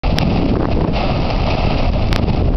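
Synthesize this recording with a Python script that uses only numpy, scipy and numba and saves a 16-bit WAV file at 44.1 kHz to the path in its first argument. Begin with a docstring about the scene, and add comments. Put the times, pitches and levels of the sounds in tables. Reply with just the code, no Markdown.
"""A mud pool boils hard outdoors: from the start, bursting bubbles, spray and steam make a churning rush.
Wind buffets the microphone, a limiter ducks the sound under it, and at 0.2 s an overload cracks.
A low gurgle climbs and mud spatters down as the gusts reach their strongest, from 0.6 to 0.9 s.
The wind eases and the boil is at its hardest near 1.5 s. Then the gusts return, two more cracks
come just after 2.1 s, and the boil sinks a little at the end."""
import sys
import numpy as np
from scipy import signal
from scipy.fft import rfft, irfft
from scipy.io import wavfile
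from numba import njit

SR = 44100
rng = np.random.default_rng(int(sys.argv[2]) if len(sys.argv) > 2 else 0)


def master_out(mix):
    """Clip the mix to full scale and print it as 16-bit PCM to the path in sys.argv[1]."""
    frames = np.transpose(np.atleast_2d(mix))
    ceiling = np.clip(frames, -1, 1)
    pcm = np.round(ceiling * 32767).astype(np.int16)
    wavfile.write(sys.argv[1], SR, pcm)


N = 112896
TIME = np.arange(N) / SR

# how hard the mud boils: time_s, level_db
BOIL_STRENGTH = [(0, 1), (.3, -0.5), (.43, 1.5), (.6, -0.5), (.86, -2), (.915, -7.5), (.955, 2),
                 (1.13, -0.5), (1.22, 2), (1.35, 2.4), (1.5, 3), (1.7, 2.5), (1.87, 0.5), (2.07, -3.5),
                 (2.3, 1.5), (2.4, -6.5), (2.56, -4.5)]
# tone of the rush and its spray: frequency_hz, level_db
RUSH_TONE = [(150, 3.5), (300, -3.5), (450, -6), (620, 4), (780, 0), (1050, -9), (1280, -6.5),
             (1480, -19.5), (1850, -20), (2200, -12.5), (2400, -12.5), (2660, -8), (2950, -13.5),
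             (3700, -17.5), (4900, -17.5), (5800, -32)]
# tone of nearby droplets: frequency_hz, level_db
TICK_TONE = [(1500, -9), (2100, 3.5), (2700, -0.5), (3400, -5.5), (5000, 1.5), (5800, -5.5)]
# big bubbles, from deep glugs to bright plops: start_s, pitch_hz, peak_db, swell_ms
BIG_BUBBLES = [(.096, 546, -9.5, 2.2), (.105, 674, -12.5, 2.5), (.126, 197, -20, 7), (.14, 577, -15, 1.3),
               (.228, 716, -10, 1.6), (0.235, 186, -11, 16), (.324, 680, -15.5, 1.6),
               (.36, 745, -14.5, 2.4), (.437, 269.3, -4, 10.4), (.497, 232, -11.5, 12.3),
               (0.556, 1150, -6, 0.39), (.6545, 1000, -4, .45), (.685, 600, -15, 0.8),
               (.712, 675, -16.5, 3.3), (.759, 610, -12, 1.96), (.8435, 980, -2.5, 0.64),
               (.848, 950, -6.5, .8), (.874, 632, -9, 4), (0.891, 450, -13, 3.7), (1.457, 630, -15, 2.2),
               (1.664, 208.5, -14.5, 10.6), (1.706, 736, -15, 2), (1.875, 703, -15.5, 5.3),
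               (1.955, 610, -15.5, 6.2), (2.191, 574, -22, 2.4), (2.267, 452, -13, 1.4),
               (2.279, 431, -13.5, 4.2), (2.371, 709.2, -18.5, 5.4), (2.482, 560, -15, 2.5)]
# a low gurgle that climbs as the mud heaves up: time_s, pitch_hz, level_db
GURGLE_PATH = [(0, 161.7, -36), (.18, 175, -21), (0.271, 218.9, -25.5), (0.461, 260.5, -14),
               (0.622, 341.2, -15), (0.719, 301.6, -29.5), (.86, 296.5, -12), (.96, 308.4, -43.5),
               (2.0, 169.9, -45.5), (2.25, 180.3, -21.5), (2.56, 221.6, -24.5)]
# spurts of spray: middle_s, level_db, half_length_s
SPRAY_SPURTS = [(0.072, -27, 0.0083), (0.107, -25.5, 0.0092), (.228, -27, 0.022), (.3, -32, .009),
                (0.367, -27, 0.011), (.431, -32.5, .004), (.497, -30.5, 0.024), (0.724, -32, 0.014),
                (0.877, -31, 0.015), (0.965, -29.5, 0.018), (1.44, -30, 0.0066), (1.511, -24.5, 0.01),
                (1.79, -28, 0.022), (2.025, -29, 0.004), (2.298, -31, 0.0059), (2.375, -34, 0.0097),
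                (2.46, -36, 0.0099)]
# tone of the spurts: frequency_hz, level_db
SPURT_TONE = [(1200, -23.5), (2000, -1), (2650, 9.5), (3200, -1), (5000, -2), (5800, -12.5)]
# clots of mud spattering down: middle_s, level_db, half_length_s
MUD_SPATTERS = [(.556, -17, 0.0027), (.569, -19, .003), (.606, -19, 0.0071), (.632, -25, 0.0011),
                (.646, -13, .003), (.656, -9.5, 0.0027), (.81, -12.5, 0.0027), (.843, -20, 0.0045),
                (.882, -15.5, 0.0035)]
# tone of the spatters: frequency_hz, level_db
SPATTER_TONE = [(500, -6), (950, 6), (1400, -9.5), (1900, -7), (2400, -27), (3500, -22.5)]
# how hard the wind gusts: time_s, level_db
GUST_STRENGTH = [(0, -2), (.13, -1), (.3, 1.5), (.48, 2.5), (.57, 10), (.67, 8.5), (.72, -0.5), (.79, 10),
                 (.89, 9), (.95, -8.5), (1.12, 0.5), (1.35, -6.5), (1.75, -1), (1.95, -6), (2.12, 2),
                 (2.24, 4.5), (2.36, 1), (2.52, 6)]
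# strength of the slow swirls of air: time_s, level_db
RUMBLE_STRENGTH = [(0, -20), (.11, -12.5), (.25, -17.5), (.6, -15.5), (.8, -10), (1.0, -19), (1.15, -18),
                   (1.6, -17), (1.9, -12), (2.22, -19.5), (2.5, -7.5)]
# tone of the slow swirls: frequency_hz, level_db
RUMBLE_TONE = [(12, 0.5), (22, -2), (32, 1.5), (55, -6), (90, -7), (150, -14.5), (300, -23.5), (700, -42.5)]
# tone of the small, fast swirls: frequency_hz, level_db
FLUTTER_TONE = [(30, -7.5), (80, 1), (150, 1), (260, -4), (420, -16), (700, -18.5), (1200, -40.5),
                (2000, -39.5), (4000, -56.5)]
# tone of the tiny, sharp swirls in the strongest gusts: frequency_hz, level_db
SPUTTER_TONE = [(150, -10.5), (400, 8), (900, -8.5), (1600, -20.5), (2200, -25.5), (3200, -41.5)]
# single bumps of air on the microphone: middle_s, pressure_relative_to_gust, width_ms
AIR_BUMPS = [(0.0814, 0.63, 3.7), (0.1445, -1.44, 1.7), (.1863, 2, 0.51), (0.235, 1.1, 0.76),
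             (0.4, -1, 1.1), (0.4337, -1.5, 0.58), (0.4639, -1.86, 0.94), (0.5164, 0.9, 0.64),
             (0.5427, 1.26, 0.74), (0.5713, -1.5, 0.71), (0.609, -0.6, 0.55), (0.6318, -1.5, 0.42),
             (0.6557, -1.2, 0.91), (0.6874, -0.9, 0.74), (0.774, -0.65, 0.79), (0.7905, -1, 0.94),
             (.85, -1.8, 0.66), (1.4438, -2.1, 2.9), (1.553, 2.5, 0.94), (1.6514, -1.6, 1.2),
             (1.9024, 2.5, 2.3), (2.0963, -0.94, 1.6), (2.1295, 0.7, 2.5), (2.163, 2.1, 0.57),
             (2.1978, -1, 1.7), (2.2438, -1.5, 0.99), (2.3022, -0.3, 0.92), (2.3493, -1.15, 0.66),
             (2.4255, 1, 0.8), (2.5052, 1.1, 1.19)]
# overload cracks: time_s, flip_level_db, flip_count
OVERLOADS = [(.1859, 4.5, 3), (2.1289, 4.5, 1), (2.1617, 4.5, 1)]

# The boil's strength is added to these four levels.
RUSH_DB, SPRAY_DB, TICK_DB, BUBBLE_DB = -26, -26, -40, -32
DROPS_PER_S, DROP_SPREAD_DB = 1800, 2.5
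FLUTTER_DB, SPUTTER_DB = -18.5, -35  # when the gust is at 0 dB
LIMIT_DB, ATTACK_S, RELEASE_DB_PER_S = -9.5, 0.00056, 10 / 0.03


def boiling_pool():
    """Churning rush, falling spray, ticking droplets and bubbles swell together with the boil."""
    rush = from_db(RUSH_DB) * with_tone(rng.standard_normal(N), RUSH_TONE)
    spray = from_db(SPRAY_DB) * with_tone(clicks(DROPS_PER_S, DROP_SPREAD_DB), RUSH_TONE)
    ticks = from_db(TICK_DB) * with_tone(clicks(per_s=170, spread_db=4), TICK_TONE)
    flicker = from_db(1.7 * wander(rate_hz=11))
    return from_db(curve(BOIL_STRENGTH)) * ((rush + spray) * flicker + ticks + small_bubbles())


def small_bubbles(pitch_count=16, ring_cycles=26):
    """Each bursting bubble rings briefly at one of several pitches."""
    pops = clicks(per_s=290, spread_db=1)
    pitch_choice = rng.integers(0, pitch_count, N)
    pitches_hz = np.geomspace(418, 990, pitch_count)
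    rings = sum(ring(pops * (pitch_choice == k), hz, ring_cycles / hz) for k, hz in enumerate(pitches_hz))
    return from_db(BUBBLE_DB) * unit_level(rings)


def plops(pitch_rise=0.012):
    """Each big bubble swells, rings a little higher as it surfaces, and dies away."""
    out = np.zeros(N)
    for start_s, pitch_hz, peak_db, swell_ms in BIG_BUBBLES:
        age_s = np.maximum(TIME - start_s, 0)
        swells = np.minimum(age_s * 1000 / swell_ms, 30)  # age counted in swell times
        loudness = from_db(peak_db) * swells * np.exp(1 - swells)
        cycles = pitch_hz * age_s * (1 + pitch_rise * (swells / 2 - 1))
        out += loudness * np.sin(2 * np.pi * cycles)
    return out


def gurgle(width_hz=50):
    """Heaving mud gives a rough, low note that slides in pitch."""
    time_s, pitch_hz, level_db = np.transpose(GURGLE_PATH)
    angle = 2 * np.pi * np.cumsum(np.interp(TIME, time_s, pitch_hz)) / SR
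    rough_note = wander(width_hz) * np.cos(angle) + wander(width_hz) * np.sin(angle)
    return from_db(np.interp(TIME, time_s, level_db)) * rough_note


def showers(bursts, tone):
    """The boil throws up short showers of droplets or clots, each landing with a click."""
    loudness = sum(from_db(level_db) * np.exp(-((TIME - middle_s) / half_length_s) ** 2)
                   for middle_s, level_db, half_length_s in bursts)
    return loudness * with_tone(clicks(DROPS_PER_S, DROP_SPREAD_DB), tone)


def wind():
    """Swirling air rumbles on the microphone; flutter, sputter and bumps rise with the gusts."""
    gust_db = curve(GUST_STRENGTH)
    rumble = from_db(curve(RUMBLE_STRENGTH)) * with_tone(rng.standard_normal(N), RUMBLE_TONE)
    lumpy_noise = rng.standard_normal(N) * from_db(4 * wander(rate_hz=55))
    flutter = from_db(FLUTTER_DB) * with_tone(lumpy_noise, FLUTTER_TONE)
    bumps = sum(pressure / (1 + 2 * ((TIME - middle_s) * 1000 / width_ms) ** 2) ** 2
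                for middle_s, pressure, width_ms in AIR_BUMPS)
    sputter_gain = from_db(SPUTTER_DB + 2.14 * gust_db)  # grows faster than the gust itself
    sputter = sputter_gain * with_tone(clicks(per_s=700, spread_db=0.4), SPUTTER_TONE)
    return rumble + sputter + from_db(gust_db) * (flutter + bumps)


def overload_cracks(sound, top=.72, pin_ms=.75, flip_ms=.105, first_gap_ms=.36):
    """An overload pins the wave at the top and flips it for an instant, once or in a quickening run."""
    for time_s, flip_db, flip_count in OVERLOADS:
        late_ms = (TIME - time_s) * 1000
        pinned = np.exp(-np.minimum(np.abs(late_ms) / pin_ms, 10) ** 2)
        sound = sound + (top - sound) * pinned
        for k in range(flip_count):
            flip = np.exp(-np.minimum(2 * np.abs(late_ms) / flip_ms, 10) ** 4)
            sound = sound - from_db(flip_db) * flip
            late_ms = late_ms - first_gap_ms * .57 ** k
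    return sound


@njit
def limiter_cut_db(excess_db):
    """A limiter turns a too-loud sound down fast, then lets go at a steady pace."""
    cut_db, held_db = np.zeros(len(excess_db)), 0.
    for i in range(len(excess_db)):
        bite_db = max(excess_db[i] - held_db, 0.) / (ATTACK_S * SR)
        held_db = max(held_db - RELEASE_DB_PER_S / SR, 0.) + bite_db
        cut_db[i] = held_db
    return cut_db


def from_db(db):
    """Turn decibels into a number to multiply by."""
    return 10 ** (np.asarray(db) / 20)


def unit_level(sound):
    """Scale a sound so its average level (rms) is 1."""
    return sound / np.sqrt(np.mean(sound ** 2) + 1e-20)


def curve(points):
    """Join (time_s, value) points with straight lines."""
    return np.interp(TIME, *np.transpose(points))


def with_tone(sound, tone):
    """Shape a sound's lows and highs by a tone table, then scale it to level 1."""
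    points_hz, points_db = np.transpose(tone)
    hz = np.maximum(np.arange(N // 2 + 1) * SR / N, 1)
    gain = from_db(np.interp(np.log(hz), np.log(points_hz), points_db))
    edge_fade = np.minimum(hz / points_hz[0], 1) * np.minimum(points_hz[-1] / hz, 1)
    return unit_level(irfft(rfft(sound) * edge_fade * gain, N))


def wander(rate_hz):
    """A random wobble of level 1, mostly slower than rate_hz."""
    hz = np.arange(N // 2 + 1) * SR / N
    return unit_level(irfft(rfft(rng.standard_normal(N)) / (1 + (hz / rate_hz) ** 2), N))


def clicks(per_s, spread_db):
    """Clicks at random times, mostly small."""
    sizes = from_db(spread_db * np.minimum(rng.exponential(1, N), 4))
    signs = rng.choice([-1, 1], N)
    return sizes * signs * (rng.random(N) < per_s / SR)


def ring(pops, pitch_hz, fade_s):
    """Each pop starts a pure note that fades by 60 dB in fade_s."""
    decay = 1000 ** (-1 / (fade_s * SR))
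    step = 2 * np.pi * pitch_hz / SR
    return signal.lfilter([0, np.sin(step)], [1, -2 * decay * np.cos(step), decay * decay], pops + 1e-18)


def low_pass(sound, hz):
    """Cut away the treble above hz."""
    return signal.sosfiltfilt(signal.butter(20, hz, fs=SR, output="sos"), sound)


def scene():
    """The pool heard through the wind, in one channel."""
    mud = boiling_pool() + showers(SPRAY_SPURTS, SPURT_TONE) + showers(MUD_SPATTERS, SPATTER_TONE)
    return (mud + plops() + gurgle() + wind())[None]


def record(dry):
    """The limiter ducks loud moments, peaks are rounded, the treble is cut and the cracks clip."""
    excess_db = np.maximum(20 * np.log10(np.abs(dry[0]) + 1e-9) - LIMIT_DB, 0)
    ducked = dry[0] * from_db(-limiter_cut_db(excess_db))
    rounded = .7 * ducked / (.7 ** 6 + ducked ** 6) ** (1 / 6)
    cracked = overload_cracks(rounded) * (TIME > .035)  # silent for the first 35 ms
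    clipped = np.clip(low_pass(cracked, hz=5850), -.72, .72)
    return low_pass(clipped, hz=16000)[None]


dry = scene()
out = record(dry)
master_out(out)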